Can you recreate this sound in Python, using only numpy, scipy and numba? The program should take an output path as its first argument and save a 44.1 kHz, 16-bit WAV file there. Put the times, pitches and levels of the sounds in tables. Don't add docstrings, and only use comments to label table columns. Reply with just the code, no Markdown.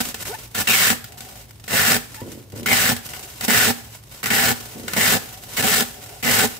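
import sys
import numpy as np
from scipy import signal
from scipy.fft import rfft, irfft
from scipy.io import wavfile
from scipy.ndimage import uniform_filter1d
from numba import njit

SR = 44100
rng = np.random.default_rng(int(sys.argv[2]) if len(sys.argv) > 2 else 0)


def store_pcm(level_fs):
    pcm = np.round(np.clip(level_fs, -1, 1) * 32767).astype(np.int16)
    wavfile.write(sys.argv[1], SR, np.atleast_2d(pcm).T)


N = 290619
TIME = np.arange(N) / SR

# start, film taut and end in seconds, crackle, soft start and span
# ring in dB, first span pitch in Hz, thrum when taut, running and at the stop in dB.
PULLS = [ (0.0, -0.006, 0.014, -13.5, 0, -1, 1700, 0, -1, 4.5),
         (0.547, 0.59, 0.620, -17, -10.5, -17, 2150, -3, 1, 1),
         (0.672, 0.69, 0.93, -16, -3.5, 7.5, 2860, -2, -5, 9),
         (1.681, 1.735, 1.972, -17, -16.5, 6.5, 1880, 10, 1.5, 6),
         (2.660, 2.718, 2.931, -17.5, -5, 8, 2130, 8, 0.5, 11.5),
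         (3.424, 3.446, 3.447, -16, -12.5, 3, 2080, 4, 0, 2),
         (3.48, 3.492, 3.710, -16.5, -2.5, 6, 2050, 8, 1.5, 10),
         (4.303, 4.310, 4.525, -18, -4, 8, 1950, 6, 3.5, 8),
         (4.963, 4.973, 5.169, -17, -3, 6, 2120, 7.5, 1.5, 11),
         (5.567, 5.592, 5.61, -16.5, -5, 4, 2098, -3, -8, 6.5),
         (5.626, 5.645, 5.828, -17, -2.5, -5.5, 2227, 7, 0.5, 6),
         (6.227, 6.289, 6.46, -16.5, -7.5, 5, 2176, 5.5, 3, 12), ]


def amp(db):
    return 10 ** (np.asarray(db) / 20)


def unit(x):
    return x / np.sqrt(np.mean(x ** 2))


def colour(x, points, size=2048):
    hz, db = np.transpose(points)
    bins_hz = np.maximum(np.fft.rfftfreq(size, 1 / SR), 1)
    cepstrum = irfft(np.log(amp(np.interp(np.log(bins_hz), np.log(hz), db))))
    cepstrum[1:size // 2] *= 2
    cepstrum[size // 2 + 1:] = 0
    return signal.oaconvolve(x, irfft(np.exp(rfft(cepstrum))))[:N]


@njit
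def svf(x, hz, width_hz):
    y, band_state, low_state = np.empty(len(x)), 0., 0.
    for i in range(len(x)):
        g, damping = np.tan(np.pi * hz[i] / SR), width_hz / hz[i]
        band = (band_state + g * (x[i] - low_state)) / (1 + g * (g + damping))
        band_state = 2 * band - band_state
        low_state += 2 * g * band
        y[i] = damping * band
    return y


def resonate(pair, hz, width_hz):
    return np.array([svf(x + 1e-18, hz * np.ones(N), float(width_hz)) for x in pair])


def steep(pair, hz, stage_width_hz):
    return resonate(resonate(pair, hz, stage_width_hz), hz, stage_width_hz)


def wander(rate_hz):
    hold = int(SR / rate_hz)
    steps = np.repeat(rng.standard_normal(N // hold + 1), hold)
    return 1.3 * uniform_filter1d(steps, hold)[:N]


def stereo(mid, side):
    # frequency in Hz, side gain in dB.
    side_response = [(80, -21), (250, -8), (600, -5), (2000, -2), (5000, -1.5)]
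    side = colour(side, side_response)
    return np.array([mid + side, mid - side])


def stereo_noise():
    return stereo(*rng.standard_normal((2, N)))


def gate(start, end, attack_s, release_s):
    attack = np.clip((TIME - start) / attack_s + .5, 0, 1)
    return attack * np.exp(-np.clip((TIME - end) / release_s, 0, 20))


def strokes(rows, attack_s, release_s, sag_db_per_s=0):
    return sum(amp(db + sag_db_per_s * np.clip(TIME - start, 0, end - start))
               * gate(start, end, attack_s, release_s) for start, end, db in rows)


def grains(per_s, spread_db):
    clicks = (rng.random(N) < per_s / SR) * rng.choice([-1, 1], N)
    return unit(clicks * amp(spread_db * rng.standard_normal(N)))


def slips(hz, jitter, spread_db):
    count = np.floor(np.cumsum(hz * np.exp(jitter * wander(400))) / SR)
    return unit(np.diff(count, prepend=0) * amp(spread_db * rng.standard_normal(N)) / np.sqrt(hz))


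def tails(pulses, power_decay_s):
    return np.sqrt(signal.lfilter([1], [1, -np.exp(-1 / (power_decay_s * SR))], pulses ** 2))


def ventilation(level_db=-46.5):
    # frequency in Hz, relative density in dB.
    spectrum = [(20, -31), (40, -16), (55, 0.5), (85, -6), (112, 3.5), (145, -8.5), (240, -14),
                (400, -18.5), (800, -23), (1500, -31), (4000, -31), (15000, -35)]
    return unit(np.array([colour(x, spectrum, size=8192) for x in stereo_noise()])) * amp(level_db)


def tray_turning():
    # start and end in seconds, level in dB.
    slides = [(1.08, 1.40, -50.5), (3.06, 3.32, -48), (3.75, 3.92, -59), (4.56, 4.82, -51.5),
              (5.22, 5.50, -50.5), (5.92, 6.17, -49), (6.50, 6.57, -49.5)]
    # frequency in Hz, half the stage width in Hz, gain in dB.
    modes = [(404, 25, -0.5), (600, 28, -3.5), (745, 53, 2)]
    friction = stereo_noise() * amp(2 * wander(25))
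    ring = sum(amp(db) * steep(friction, hz, 2 * half_hz) for hz, half_hz, db in modes)
    return unit(ring) * strokes(slides, attack_s=.03, release_s=.032)


def tray_scraping():
    # start and end in seconds, initial level in dB.
    scrapes = [(2.215, 2.38, -34), (2.53, 2.63, -34), (4.755, 4.93, -35.5)]
    # frequency in Hz, half the stage width in Hz, gain in dB.
    modes = [(115, 41, 8.5), (244, 65, 8), (320, 57, 3), (430, 29, 2)]
    judder = slips(hz=115, jitter=.55, spread_db=3.5)
    drive = unit(judder - judder.mean()) + .5 * stereo_noise()
    ring = sum(amp(db) * steep(drive, hz, 2 * half_hz) for hz, half_hz, db in modes)
    return unit(ring) * strokes(scrapes, attack_s=.011, release_s=.066, sag_db_per_s=-40)


def film_squeaking(db_per_harmonic=-8, gain_db=7.5):
    # start and end in seconds, first and last pitch in Hz, relative level in dB.
    squeaks = [(0.29, 0.331, 371, 504, -37.5), (0.325, 0.359, 682, 935, -38), (2.161, 2.242, 813, 988, -49)]
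    out, waver = np.zeros(N), 1 + .0303 * wander(300)
    for start, end, first_hz, last_hz, db in squeaks:
        progress = np.clip((TIME - start) / (end - start), 0, 1)
        phase = 2 * np.pi * np.cumsum((first_hz + (last_hz - first_hz) * progress) * waver) / SR
        tone = sum(amp(db_per_harmonic * k) * np.sin((k + 1) * phase) for k in range(4))
        out += amp(db + gain_db) * np.sqrt(np.abs(np.sin(np.pi * progress))) * tone
    return out


def slack_envelope(tighten_db=-36, tighten_s=.039, relax_db=-30.5, relax_s=.033, settle_db=-55):
    # start and end in seconds, initial level in dB.
    shifts = [(0.0, 0.112, -31.5), (0.199, 0.222, -32), (0.254, 0.295, -32), (0.30, 0.46, -41),
              (1.178, 1.438, -44), (2.08, 2.40, -45), (2.555, 2.59, -37), (3.03, 3.385, -39),
              (3.75, 3.97, -43.5), (4.107, 4.20, -43.5), (4.56, 4.88, -40), (4.885, 4.93, -37),
              (5.22, 5.49, -41), (5.49, 5.565, -37.5), (5.86, 6.21, -41.5), (6.49, 6.57, -37.5)]
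    power = strokes(shifts, attack_s=.017, release_s=.012, sag_db_per_s=-7.5) ** 2
    for _, taut, end, *_ in PULLS:
        power += (amp(tighten_db) * np.exp(-np.abs(TIME - taut) / tighten_s)) ** 2
        power += (amp(relax_db) * np.exp(-np.abs(TIME - end) / relax_s)) ** 2
    ticks = unit(tails(grains(per_s=60, spread_db=3), power_decay_s=.0024))
    return np.sqrt(power + (amp(settle_db) * ticks) ** 2)


def film_rustling():
    # frequency in Hz, gain in dB.
    spectrum = [(150, 9), (900, 4), (1700, 2.5), (3000, 2.5), (6000, 1.5), (8000, 3), (9500, -1),
                (13000, 0), (15400, -3)]
    creases = np.minimum(unit(tails(grains(per_s=45, spread_db=4), power_decay_s=.003)), 4)
    flurry = (1 + .4 * creases) * amp(1.5 * wander(90))
    crinkle = stereo(*(flurry * grains(per_s=9000, spread_db=3) for _ in range(2)))
    return unit(np.array([colour(x, spectrum) for x in crinkle])) * slack_envelope()


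def snap_envelopes(crack_s=.0032, tail_s=.052, tail_db=-13):
    # time in seconds, crackle in dB, span ring in dB.
    snaps = [(0.071, -31, -36), (0.1436, -22.5, -49), (0.2546, -35, -20), (0.5462, -28, -39),
             (0.6728, -20, -12), (1.042, -28, -57), (1.1215, -38.5, -55), (1.206, -28.5, -64),
             (1.64, -34.5, -55), (1.6792, -25.5, -49), (2.144, -32.5, -29), (2.521, -39, -57),
             (2.6304, -31.5, -52), (2.6593, -21.5, -13), (2.965, -23.5, -43), (3.1349, -28, -21.5),
             (3.4091, -20.5, -29), (4.2304, -22.5, -13), (4.2394, -20, -19), (4.2584, -17.5, -12),
             (4.268, -26, -31), (4.3038, -22, -5), (4.8805, -20.5, -15), (4.9344, -17.5, -16),
             (5.6248, -17, -26)]
    gains = np.zeros((2, N))
    for start_s, *levels_db in snaps:
        first = int(start_s * SR)
        age = TIME[:min(SR // 8, N - first)]
        shape = np.exp(-(age / crack_s) ** 2) + amp(tail_db) * np.exp(-age / tail_s)
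        gains[:, first:first + len(age)] += np.outer(amp(levels_db), shape)
    return uniform_filter1d(gains, size=90)


def pull_motion(brake_s=.029, brake_db=-6, jerk_s=.018, halt_s=.027,
                span_last_hz=1600, span_jerk_db=4, span_fade_db=-11):
    speed, span_hz = np.zeros(N), np.full(N, 1900.)
    crackle, ring, thrum = np.zeros((3, N))
    for start, taut, end, db, soft_db, ring_db, first_hz, jerk_db, run_db, halt_db in PULLS:
        now = (TIME > start - .005) & (TIME < end + .06)
        t = TIME[now]
        progress = np.clip((t - start) / (end - start), 0, 1)
        speed[now] = np.sin(np.pi * progress) ** 2 * min((end - start) / .25, 1)
        span_hz[now] = first_hz / (1 + (first_hz / span_last_hz - 1) * progress)
        slack = np.clip(1 - (t - start) / (taut - start + .025), 0, 1)
        braking = np.clip(1 - (end - t) / brake_s, 0, 1)
        level = amp(db + soft_db * slack + brake_db * braking)
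        level *= gate(start, end, attack_s=.002, release_s=.0042)[now]
        jerk, halt = np.exp(-((t - taut) / jerk_s) ** 2), np.exp(-((t - end) / halt_s) ** 2)
        thrum_power = amp(run_db) ** 2 + (amp(jerk_db) * jerk) ** 2 + (amp(halt_db) * halt) ** 2
        crackle[now] += level
        ring[now] += level * amp(ring_db + span_jerk_db * jerk + span_fade_db * progress ** 2)
        thrum[now] += level * np.sqrt(thrum_power)
    return speed, span_hz, crackle, ring, thrum


def dispenser_body(drive):
    # frequency and width in Hz, gain and left minus right in dB.
    modes = [(121.7, 51, -1, 0.5), (190.3, 43, 2, -5.5), (234.5, 22, 1, -7), (438, 74, 0, 0),
             (660, 128, -7, 6.5), (765, 58, 0, 1.5)]
    pan = np.array([[.5], [-.5]])
    ring = sum(amp(db + pan * pan_db) * resonate(drive, hz, width_hz)
               for hz, width_hz, db, pan_db in modes)
    return np.array([colour(x, [(30, -6), (100, 3), (820, 1), (1050, -5), (3000, -19.5)]) for x in ring])


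def taut_span(drive, span_hz, flutter_db=1.5, upper_db=-12.5):
    drive = drive * amp(flutter_db * wander(50))
    hz = span_hz * (1 + .035 * wander(30))
    return steep(drive, hz, 690) + amp(upper_db) * steep(drive, 1.41 * hz, 950)


def film_peeling(shell_db=-.5, snap_kick_db=6):
    # frequency in Hz, gain in dB.
    spectrum = [(60, -16), (300, -4), (1000, -1), (1300, 4.5), (2500, 1.5), (4000, 1), (6200, -2.5),
                (8100, 1.5), (8800, -3.5), (11000, -5.5), (14000, -4), (15400, -3.5)]
    speed, span_hz, pull_crackle, pull_ring, thrum = pull_motion()
    snap_crackle, snap_ring = snap_envelopes()
    pulses = slips(hz=235 + 900 * speed ** 2, jitter=.25, spread_db=2)
    spray = tails(pulses, power_decay_s=.0015)
    tears = unit(stereo(*(unit(spray * grains(per_s=16000, spread_db=1)) for _ in range(2))))
    burst = unit(stereo_noise())
    crackle = np.array([colour(x, spectrum) for x in pull_crackle * tears + snap_crackle * burst])
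    span = taut_span(pull_ring * tears, span_hz)
    shell = amp(shell_db) * steep(pull_crackle * tears, hz=1725, stage_width_hz=260)
    pluck = steep(snap_ring * burst, hz=1740, stage_width_hz=1350)
    kicks = unit(pulses - uniform_filter1d(pulses, size=300)) + 1.04 * tears
    body = dispenser_body(kicks * thrum + amp(snap_kick_db) * snap_crackle * burst)
    return crackle + span + shell + pluck + body


def room(dry, near_t60_s=.04, far_t60_s=.45):
    age = TIME[:SR]
    out = []
    for x in dry:
        near_ir = rng.standard_normal(SR) * (age > .001) * amp(-60 * age / near_t60_s)
        far_ir = rng.standard_normal(SR) * (age > .012) * amp(-60 * age / far_t60_s)
        near, far = (signal.oaconvolve(x, ir / np.linalg.norm(ir))[:N] for ir in (near_ir, far_ir))
        near = colour(near, [(400, -10), (2500, -3)])
        far = colour(far, [(2000, -13.6), (12000, -14)])
        out.append(x + near + far)
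    return np.array(out)


def scene():
    wrapping = film_peeling() + film_rustling() + tray_scraping() + tray_turning() + film_squeaking()
    return room(wrapping) * amp(.82) + ventilation()


def record(dry, low_cut_hz=35, high_cut_hz=15600):
    # frequency in Hz, lead of the left in radians.
    port_phase = [(90, 0), (200, -0.66), (500, 0.5), (790, -1.35), (1000, -0.5), (1300, 2), (1700, -0.28),
                  (2100, 1.0), (4000, 0.83), (16000, 1.5)]
    lead_rad = np.interp(np.fft.rfftfreq(2 * N, 1 / SR), *np.transpose(port_phase))
    left, right = irfft(rfft(dry, 2 * N) * np.exp(.5j * np.array([lead_rad, -lead_rad])))[:, :N]
    left = colour(left, [(2000, .8), (9000, -.44), (15000, .3)])
    right = colour(right, [(2000, .43), (9000, .6), (15000, 3.1)])
    pair = signal.sosfilt(signal.butter(2, low_cut_hz, "high", fs=SR, output="sos"), [left, right])
    return signal.sosfilt(signal.ellip(12, .2, 80, high_cut_hz, fs=SR, output="sos"), pair)


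dry = scene()
out = record(dry)
store_pcm(out)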